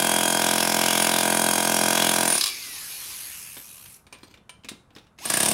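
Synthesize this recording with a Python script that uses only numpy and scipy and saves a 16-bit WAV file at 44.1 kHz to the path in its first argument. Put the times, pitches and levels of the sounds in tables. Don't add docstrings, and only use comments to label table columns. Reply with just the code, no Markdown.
import sys
import numpy as np
from scipy import signal
from scipy.fft import rfft, irfft, next_fast_len
from scipy.io import wavfile
from scipy.ndimage import uniform_filter1d

SR = 44100
rng = np.random.default_rng(int(sys.argv[2]) if len(sys.argv) > 2 else 0)


def gain_from_db(level_db):
    decades = np.asarray(level_db, float) / 20
    return 10 ** decades


def dump_mix(stems):
    frames = np.atleast_2d(stems).T
    limited = np.clip(frames, -1, 1)
    pcm = np.round(limited * 32767).astype(np.int16)
    wavfile.write(sys.argv[1], SR, pcm)


N = 243873


def evened(x):
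    return x / np.sqrt(np.mean(x ** 2) + 1e-20)


def coloured(x, points):
    size = next_fast_len(len(x))
    hz = np.fft.rfftfreq(size, 1 / SR)
    point_hz, point_db = np.transpose(points)
    gain_db = np.interp(np.log(hz + 1), np.log(point_hz + 1), point_db)
    return irfft(rfft(x, size) * gain_from_db(gain_db), size)[:len(x)]


def resonate(x, hz, width_hz):
    turn = np.exp(2j * np.pi * np.cumsum(hz * np.ones(len(x))) / SR)
    r = np.exp(-np.pi * width_hz / SR)
    return 2 * (turn * signal.lfilter([1 - r], [1, -r], x / turn)).real


def mode(x, hz, width_hz):
    r = np.exp(-np.pi * width_hz / SR)
    return evened(signal.lfilter([1, 0, -1], [1, -2 * r * np.cos(2 * np.pi * hz / SR), r * r], x))


def ringing(modes, seconds):
    t = np.arange(round(seconds * SR)) / SR
    return sum(gain_from_db(db - 60 * t / t60) * np.sin(2 * np.pi * hz * t) for hz, db, t60 in modes)


def clicks(times, sizes):
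    at = np.round(np.asarray(times) * SR).astype(int)
    inside = (at >= 0) & (at < N)
    return np.bincount(at[inside], (sizes * np.ones(len(at)))[inside], N)


def patchy(x, patch_db):
    z = signal.stft(x, nperseg=512)[2]
    field = uniform_filter1d(rng.standard_normal(z.shape), size=7, axis=0)
    field = uniform_filter1d(field, size=12, axis=1)
    return signal.istft(z * gain_from_db(patch_db * evened(field)), nperseg=512)[1][:N]


def swell(middle, length, db):
    phase = np.clip((np.arange(N) / SR - middle) / length, -.5, .5)
    return gain_from_db(db) * np.cos(np.pi * phase) ** 2


def burst(rows, short_hz, short_width, short_db, tick_db, tilt_db, cut_hz, lead_s, rebound_db):
    free_blows = [2.3027, 2.3251, 2.3535, 2.3794, 2.4108, 2.439, 2.46, 2.468, 2.478, 2.488, 2.499, 2.512,
                  5.2547, 5.3022, 5.3393, 5.3724, 5.4039, 5.432, 5.46, 5.487, 5.5142]
    first_s, period_s, steady_blows = .00088, .0232406, 99
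    thud_level_db, crack_level_db = -23, -24.5
    s, force, seat = np.transpose(rows)
    t = np.arange(N) / SR
    force_db, seat_db = np.interp(t, s, force), np.interp(t, s, seat)
    blows = np.append(first_s + period_s * np.arange(steady_blows), free_blows)
    blows = blows[abs(blows - s.mean()) < 2]
    luck = rng.standard_normal((len(blows), 8, 3))
    on = (t >= s[0]) & (t <= s[-1])
    level = lambda x: x / np.sqrt(np.mean(x[on] ** 2))

    thud = slab_thud(blows, luck, level, tilt_db, cut_hz, lead_s, rebound_db)
    grit, same = cracking(blows, luck, tick_db)
    crack, spall = breaking(grit, same, level, s)
    ring = singing(grit, level, s, short_hz, short_width, short_db)
    thud = gain_from_db(thud_level_db + force_db + seat_db) * thud
    bright = gain_from_db(crack_level_db + force_db) * crack + spall + ring
    fade_out = gain_from_db(-np.maximum(t - s[-1], 0) * 900.)
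    return fade_out * np.array([thud, bright])


def slab_thud(blows, luck, level, tilt_db, cut_hz, lead_s, rebound_db):
    rebound_s = .018
    lead = round(lead_s * SR)
    landings = clicks(blows + .00003 * luck[:, 0, 0], gain_from_db(0.83 * luck[:, 0, 1]))
    rebound_sizes = gain_from_db(rebound_db + 3.9 * luck[:, 2, 1])
    landings = landings + clicks(blows + rebound_s + .0012 * luck[:, 1, 1], rebound_sizes)
    thud = level(signal.oaconvolve(landings, slab(tilt_db, cut_hz))[lead:][:N])
    return patchy(np.pad(thud, (0, lead)), 0.54)


def slab(tilt_db, cut_hz):
    # (frequency [Hz], width [Hz], level [dB])
    resonances = [(151.6, 110, -1.5), (187, 27, -0.5), (222, 16, 7.5), (268.2, 55, -3), (336, 119, 1.5),
                  (497, 45, -1), (642.7, 97, 3.5), (736, 420, -0.5), (962.6, 60, 1.5), (1130, 200, -17.5),
                  (1553, 197, -1.5), (1704, 61, -8.5), (2125, 110, -8), (2443, 233, -9)]
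    echo_s, direct, bending = .0042, 0.84, .088
    hz = abs(np.fft.fftfreq(8192, 1 / SR))
    power = sum(gain_from_db(db) ** 2 / (1 + (2 * (hz - f) / width) ** 2) ** 2 for f, width, db in resonances)
    tilt = np.log(gain_from_db(tilt_db * np.log2(hz / 600 + 0.64)))
    bass_cut = np.log1p((cut_hz / (hz + 5)) ** 4)
    log_gain = np.log(power + 1e-9) / 2 + tilt - bass_cut
    trip = np.exp(-2j * np.pi * hz * echo_s)
    causal = np.exp(signal.hilbert(log_gain).conj()) * (trip - direct) / (1 - direct * trip)
    travel = np.exp(-4j * np.pi * bending * np.sqrt(hz))
    return irfft((causal * travel)[:len(hz) // 2 + 1])[:len(hz) // 2]


def cracking(blows, luck, tick_db):
    # (delay after the blow [s], level [dB])
    strikes = [
        (-.0028, -10.5),
        (-.0006, 2.5),
        (.0012, 0.5),
        (.003, -3),
        (.0045, -24),
        (.0085, -38),
        (0.0148, -16.5),
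        (0.0184, -7),
    ]
    delay, snap_db = np.transpose(strikes)
    snap_db = snap_db + tick_db * (delay < -.002)
    times = blows[:, None] + delay + .00004 * luck[..., 0]
    snaps = clicks(times.ravel(), gain_from_db(snap_db + 1.1 * luck[..., 2]).ravel())
    u = np.arange(2000) / SR
    decay = gain_from_db(-60 * u / 0.0072) + 0.21 * gain_from_db(-60 * u / 0.057)
    fade = (1 - np.exp(-u / 0.00033)) * decay
    fresh = np.sqrt(abs(signal.oaconvolve(snaps ** 2, fade ** 2)[:N])) * rng.standard_normal(N)
    same = signal.oaconvolve(snaps, fade * rng.standard_normal(len(u)))[:N]
    return fresh + 1.14 * same, same


def breaking(grit, same, level, s):
    # (frequency [Hz], level [dB per Hz])
    grit_spectrum = [(90, -45), (710, -17.5), (1200, -3), (1350, -11), (1490, -13.5), (1640, -7),
                     (1930, -9.5), (3360, -2.5), (3830, -5.5), (7100, -6.5), (9820, -3), (16000, -13.5)]
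    # (middle [s], length [s], level [dB], frequency [Hz], width [Hz])
    spalls = [(.05, 1, -42, 3420, 890), (.25, 0.8, -37.5, 8100, 302), (.3, .2, -35, 6850, 296),
              (.53, 0.39, -33, 3430, 1270), (.72, 0.99, -33.5, 5360, 300), (.85, 1, -36.5, 2320, 900),
              (.9, .6, -46, 9200, 296), (.93, 0.56, -35, 3080, 910), (1.16, 0.26, -32, 3580, 900),
              (1.55, 0.88, -40.5, 8500, 395), (1.85, 0.5, -36, 5600, 301), (2.02, 0.34, -28.5, 3270, 1100),
              (2.2, 0.23, -37.5, 5600, 300), (2.38, .035, -27.5, 5400, 400),
              (2.425, 0.075, -24.5, 4260, 500), (2.43, 0.061, -23.5, 4960, 498),
              (2.47, 0.11, -32.5, 4100, 1220), (5.3, .06, -33, 5200, 900), (5.45, 0.11, -35.5, 5000, 900),
              (5.36, 0.3, -31, 1750, 400)]
    crack = level(patchy(coloured(grit, grit_spectrum), 1.24))
    chips = coloured(grit + 0.46 * same, grit_spectrum)
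    spall = np.zeros(N)
    for middle, length, db, hz, width in spalls:
        if s[0] <= middle <= s[-1]:
            spall += swell(middle, length, db) * level(resonate(chips, hz, width))
    return crack, spall


def singing(grit, level, s, short_hz, short_width, short_db):
    # (middle [s], length [s], level [dB], frequency [Hz])
    sings = [(.25, 1, -36.5, 9730), (.6, 0.33, -42, 9700), (1.03, 0.13, -30.5, 9900),
             (1.32, 0.75, -30.5, 9580), (1.56, 0.32, -33.5, 10230), (1.84, 0.27, -28.5, 9600),
             (2.2, .3, -32, 9560), (2.34, 0.19, -21.5, 9540), (5.262, 0.022, -25.5, 9000),
             (5.35, 0.23, -28, 9550), (5.48, 0.28, -26.5, 9530)]
    short = gain_from_db(short_db) * mode(grit, short_hz, short_width)
    ring = np.zeros(N)
    for middle, length, db, hz in sings:
        if s[0] <= middle <= s[-1]:
            ring += swell(middle, length, db) * level(mode(grit, hz, 30.0) + short)
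    return ring


def motor():
    # (time [s], share of full speed)
    coast = [(2.29, 1), (2.4, .78), (2.87, .51), (3.2, .34), (3.5, .2), (3.8, .11), (4, .07), (5.17, .02)]
    restart_s, spin_up_s, switch_s = 5.17, .17, 5.185
    t = np.arange(N) / SR
    spin_up = 1 - np.exp(-(t - restart_s).clip(0) / spin_up_s)
    speed = np.maximum(np.interp(t, *np.transpose(coast)), spin_up)
    waver = evened(uniform_filter1d(rng.standard_normal(N), size=900))
    return airflow(t, speed, waver, switch_s) + gear_whine(speed, waver)


def airflow(t, speed, waver, switch_s):
    # (frequency [Hz], level [dB per Hz])
    fan = [(88, -61), (150, -13.5), (354, -4), (578, -14.5), (805, -8), (960, -12), (2400, -5), (5250, 2.5),
           (7920, -7), (10800, -3), (16000, -19)]
    # (frequency [Hz], level [dB per Hz])
    brush = [(290, -66), (500, -29), (855, -22), (988, -11.5), (1260, -16), (2610, -15), (5240, -15),
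             (9630, -7), (12100, -5), (16000, -21)]
    # (frequency [Hz], width [Hz], level [dB])
    housing = [(2460, 400, -3), (4230, 53, -20.5), (5300, 83, -9), (6450, 45, 1), (9700, 82, -11),
               (9700, 190, -8), (11170, 150, -6), (12500, 180, -12)]
    level_db, knee, db_per_octave, strain_db = -39, 0.35, 5, 6
    stop_s, stop_db_per_s, soft_db, soft_s = 3.96, 348, -20.5, 0.082
    strain = np.minimum(uniform_filter1d(abs(np.gradient(speed)) * SR, size=3000), 2)
    stopping_db = -stop_db_per_s * (t - stop_s).clip(0)
    starting_db = soft_db * np.exp(-abs(t - switch_s) / soft_s)
    turning_db = np.where(t < switch_s, stopping_db, starting_db).clip(-80)
    hiss_db = level_db + db_per_octave * np.log2(np.minimum(speed / knee, 1)) + strain_db * strain + turning_db
    air = rng.standard_normal(N)
    air = air + 0.23 * evened(sum(gain_from_db(db) * mode(air, hz, w) * np.sqrt(w) for hz, w, db in housing))
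    rush = np.maximum(np.clip(speed / 0.85, 0, 1) ** 1.19, t > switch_s)
    rotor = np.sin(2 * np.pi * np.cumsum(520.0 * speed * (1 + .3 * waver)) / SR)
    throb = 1 + np.clip(.4 - 0.5 * rush, 0, 1) * rotor
    hiss = rush * evened(coloured(air, fan)) + (1 - rush) * evened(coloured(air, brush))
    return gain_from_db(hiss_db) * patchy(hiss, 2.2) * throb


def gear_whine(speed, waver):
    # (multiple of the gear mesh, level [dB])
    gears = [(0.5, -14.5), (0.999, -3), (1.171, -10.5), (1.656, -11), (2.001, -5.5), (2.308, -13.5),
             (3.001, -1)]
    # (middle [s], length [s], mesh tone level [dB], its octave level [dB])
    loads = [
        (0.227, 1, -26.5, -39),
        (0.957, 0.4, -43, -37),
        (1.322, 0.53, -36.5, -42),
        (1.65, 1, -32.5, -35.5),
        (2.05, 0.62, -43, -38),
        (2.512, 0.13, -36.5, -45),
        (5.235, 0.11, -43, -56),
    ]
    mesh_hz, whine_db, db_per_octave = 3246, -31.5, 9
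    turns = np.cumsum(mesh_hz * speed * (1 + 0.00025 * waver)) / SR
    whine = sum(gain_from_db(db) * np.sin(2 * np.pi * k * turns) for k, db in gears)
    whine = whine * gain_from_db(1.3 * evened(uniform_filter1d(waver[::-1], size=2500)))
    meshing = gain_from_db(whine_db + db_per_octave * np.log2(speed))
    whine = coloured(meshing * whine, [(1450, -28), (1750, -5.5), (3300, -14), (4300, -5),
                                       (5500, -12), (7500, -19.0)])
    for s, length, mesh_db, octave_db in loads:
        whine = whine + swell(s, length, mesh_db) * gain_from_db(2.53 * waver[::-1]) * np.sin(2 * np.pi * turns)
        whine = whine + swell(s, length, octave_db) * np.sin(4 * np.pi * turns)
    return whine


def knocks():
    # (time [s], peak [dB], thump [dB], grit
    # resonance [Hz], treble [dB])
    handling = [(3.568, -25, -4, 3560, -23), (3.859, -31.5, -30, 9420, -12), (3.911, -37, -35, 9500, 5),
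                (3.942, -34.5, -32, 5830, 18), (3.964, -55, -25, 9000, -12), (4.148, -33, -4, 2370, -24),
                (4.191, -49, -13, 2370, -23), (4.311, -41, -3, 4300, -15), (4.34, -35, -2, 2310, -14),
                (4.374, -41, 5.5, 3460, -25), (4.636, -38.5, -21, 3030, -19),
                (4.646, -27.5, -1.5, 2400, -10), (4.687, -18.5, -18, 3760, -7), (4.692, -26, -22, 9300, 11),
                (4.715, -33.5, 8.5, 3820, -13), (4.905, -44.5, 6, 2460, -28), (4.951, -38, -7, 5130, -7),
                (4.963, -30.5, 7.5, 1870, -20), (4.983, -34, -10, 3700, -17), (5.068, -46, -14, 2900, -14),
                (5.179, -44, -22.5, 5560, -11), (5.187, -28.5, -8, 2300, -12)]
    # (time [s], peak [dB], thump [dB], grit resonance [Hz], steel ring [dB])
    clinks = [
        (4.067, -37.5, 0, 2300, -10),
        (4.126, -25.5, -3, 2470, -7),
        (4.232, -32, 1, 4200, -6.5),
        (4.494, -26.5, -39, 3030, -6),
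    ]
    # (frequency [Hz], level [dB], t60 [s])
    bit = [(1000, 1.5, 0.1), (1360, -15, 0.33), (2363, 5.5, 0.092), (3210, -33, 0.043), (5200, -16, 0.81),
           (7000, -39, 0.65), (8200, -16, 0.027), (8920, 9, 0.21), (11360, -23.5, 0.085),
           (12670, -12, 0.076)]
    damped_db, clink_treble_db, thump_centre_hz, scrape_t60 = -22, -11, 232, 0.15
    out, t = np.zeros(N + SR), np.arange(SR // 3) / SR
    rows = [(*row, damped_db, 200.) for row in handling]
    rows += [(*row, clink_treble_db, ring, 130.) for *row, ring in clinks]
    for s, db, thump_db, grit_hz, treble_db, steel_db, width in rows:
        noise, shift = rng.standard_normal(len(t)), rng.normal(0, 2, len(bit))
        crumbs = gain_from_db(2.0 * evened(uniform_filter1d(rng.standard_normal(len(t)), size=130)))
        scrape = evened(coloured(noise, [(200, -16.5), (1200, -4.5), (3500, -2.0),
                                         (8000, treble_db + 0.5), (16000, treble_db - 15)]))
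        scrape = scrape + 0.52 * mode(noise, grit_hz, width)
        scrape = scrape * (gain_from_db(-60 * t / 0.054) + 0.16 * crumbs * gain_from_db(-60 * t / scrape_t60))
        modes = [(f, d + e + 1.1 * steel_db * (f > 5000), 0.7 * r) for (f, d, r), e in zip(bit, shift)]
        steel = ringing(modes, 1 / 3)
        thump_hz = thump_centre_hz * np.exp(0.29 * rng.standard_normal())
        thump = gain_from_db(thump_db - 60 * t / 0.075) * mode(noise, thump_hz, 127.0)
        out[round(s * SR):][:len(t)] += gain_from_db(db - 13.5) * (scrape + gain_from_db(steel_db) * steel + thump)
    return out[:N]


def drags():
    # (middle [s], length [s], level [dB])
    slides = [
        (4.227, 0.46, -59),
        (4.745, 0.14, -70),
        (5.0, 0.23, -64),
    ]
    # (frequency [Hz], level [dB per Hz])
    slide_spectrum = [(400, -2), (1200, 0), (2400, 1), (4300, -2), (9000, -11), (16000, -14)]
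    crunch = gain_from_db(5.3 * evened(uniform_filter1d(rng.standard_normal(N), size=200)))
    grains = rng.standard_normal(N) * crunch
    return evened(patchy(coloured(grains, slide_spectrum), 4.4)) * sum(swell(*row) for row in slides)


def porch(x):
    t60, level_db = 0.32, -11
    t = np.arange(SR // 2) / SR
    tail = coloured(rng.standard_normal(len(t)), [(100, -6.0), (3000, -7.5), (16000, -14.5)])
    tail = tail * gain_from_db(-60 * t / t60) * (t > .006)
    return gain_from_db(level_db) * signal.oaconvolve(x, tail / np.linalg.norm(tail))[:N]


def quiet_yard():
    # (frequency [Hz], level [dB per Hz])
    yard_spectrum = [(12, -34), (20, -3), (43, -3.5), (142, -8), (193, -9.5), (262, -17.5), (542, -20.5),
                     (607, -20.5), (1370, -23.5), (3530, -44), (7520, -45), (10200, -44.5), (16000, -58.5)]
    return gain_from_db(-56) * evened(patchy(coloured(rng.standard_normal(N), yard_spectrum), 0.63))


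def insect():
    return gain_from_db(-91) * mode(rng.standard_normal(N), 10380, 80.)


def scene():
    # (time [s], blow force [dB], seat of the bit in the slab [dB]: 0 firm, low lifted)
    work = [
        [(0.0, 0.5, -1), (.65, -1, 0.5), (1.3, 0.5, -1), (1.95, .5, 0), (2.27, 1, -2.5), (2.37, -2, -4),
         (2.395, -5, -19), (2.45, -2, -27), (2.52, -25, -32)],
        [(5.24, -17, -7), (5.257, -7.5, -7.5), (5.3, -3.5, -4), (5.46, 0.5, -4.5), (5.53, -1, -5.5)],
    ]
    # (short ring [Hz], its width [Hz], its share [dB], striker tick [dB])
    contact = [
        (9540, 160, 2.5, 4),
        (8880, 340, 1, 8),
    ]
    # (thud tilt [dB per octave], lowest slab tone [Hz], thud lead [s], rebound [dB])
    ground = [
        (2, 107, 0.00365, -19.5),
        (-0.5, 56, 0.00284, -11),
    ]
    thud, bright = sum(burst(rows, *touch, *spot) for rows, touch, spot in zip(work, contact, ground))
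    near = bright + motor() + knocks() + drags()
    return (thud + near + porch(near + thud / 4) + quiet_yard() + insect())[None]


def top_cut(x):
    return signal.sosfilt(signal.butter(12, 17010, fs=SR, output="sos"), x)


def record(dry):
    edge_hz = 15850
    thin = signal.sosfilt(signal.butter(2, 60., "highpass", fs=SR, output="sos"), dry)
    rounded = 0.65 * np.tanh(thin / 0.76)
    lowpass = signal.firwin(511, edge_hz, window=("kaiser", 8), fs=SR)
    limited = signal.oaconvolve(rounded, lowpass[None], "same")
    return top_cut(limited)


dry = scene()
out = record(dry)
dump_mix(out)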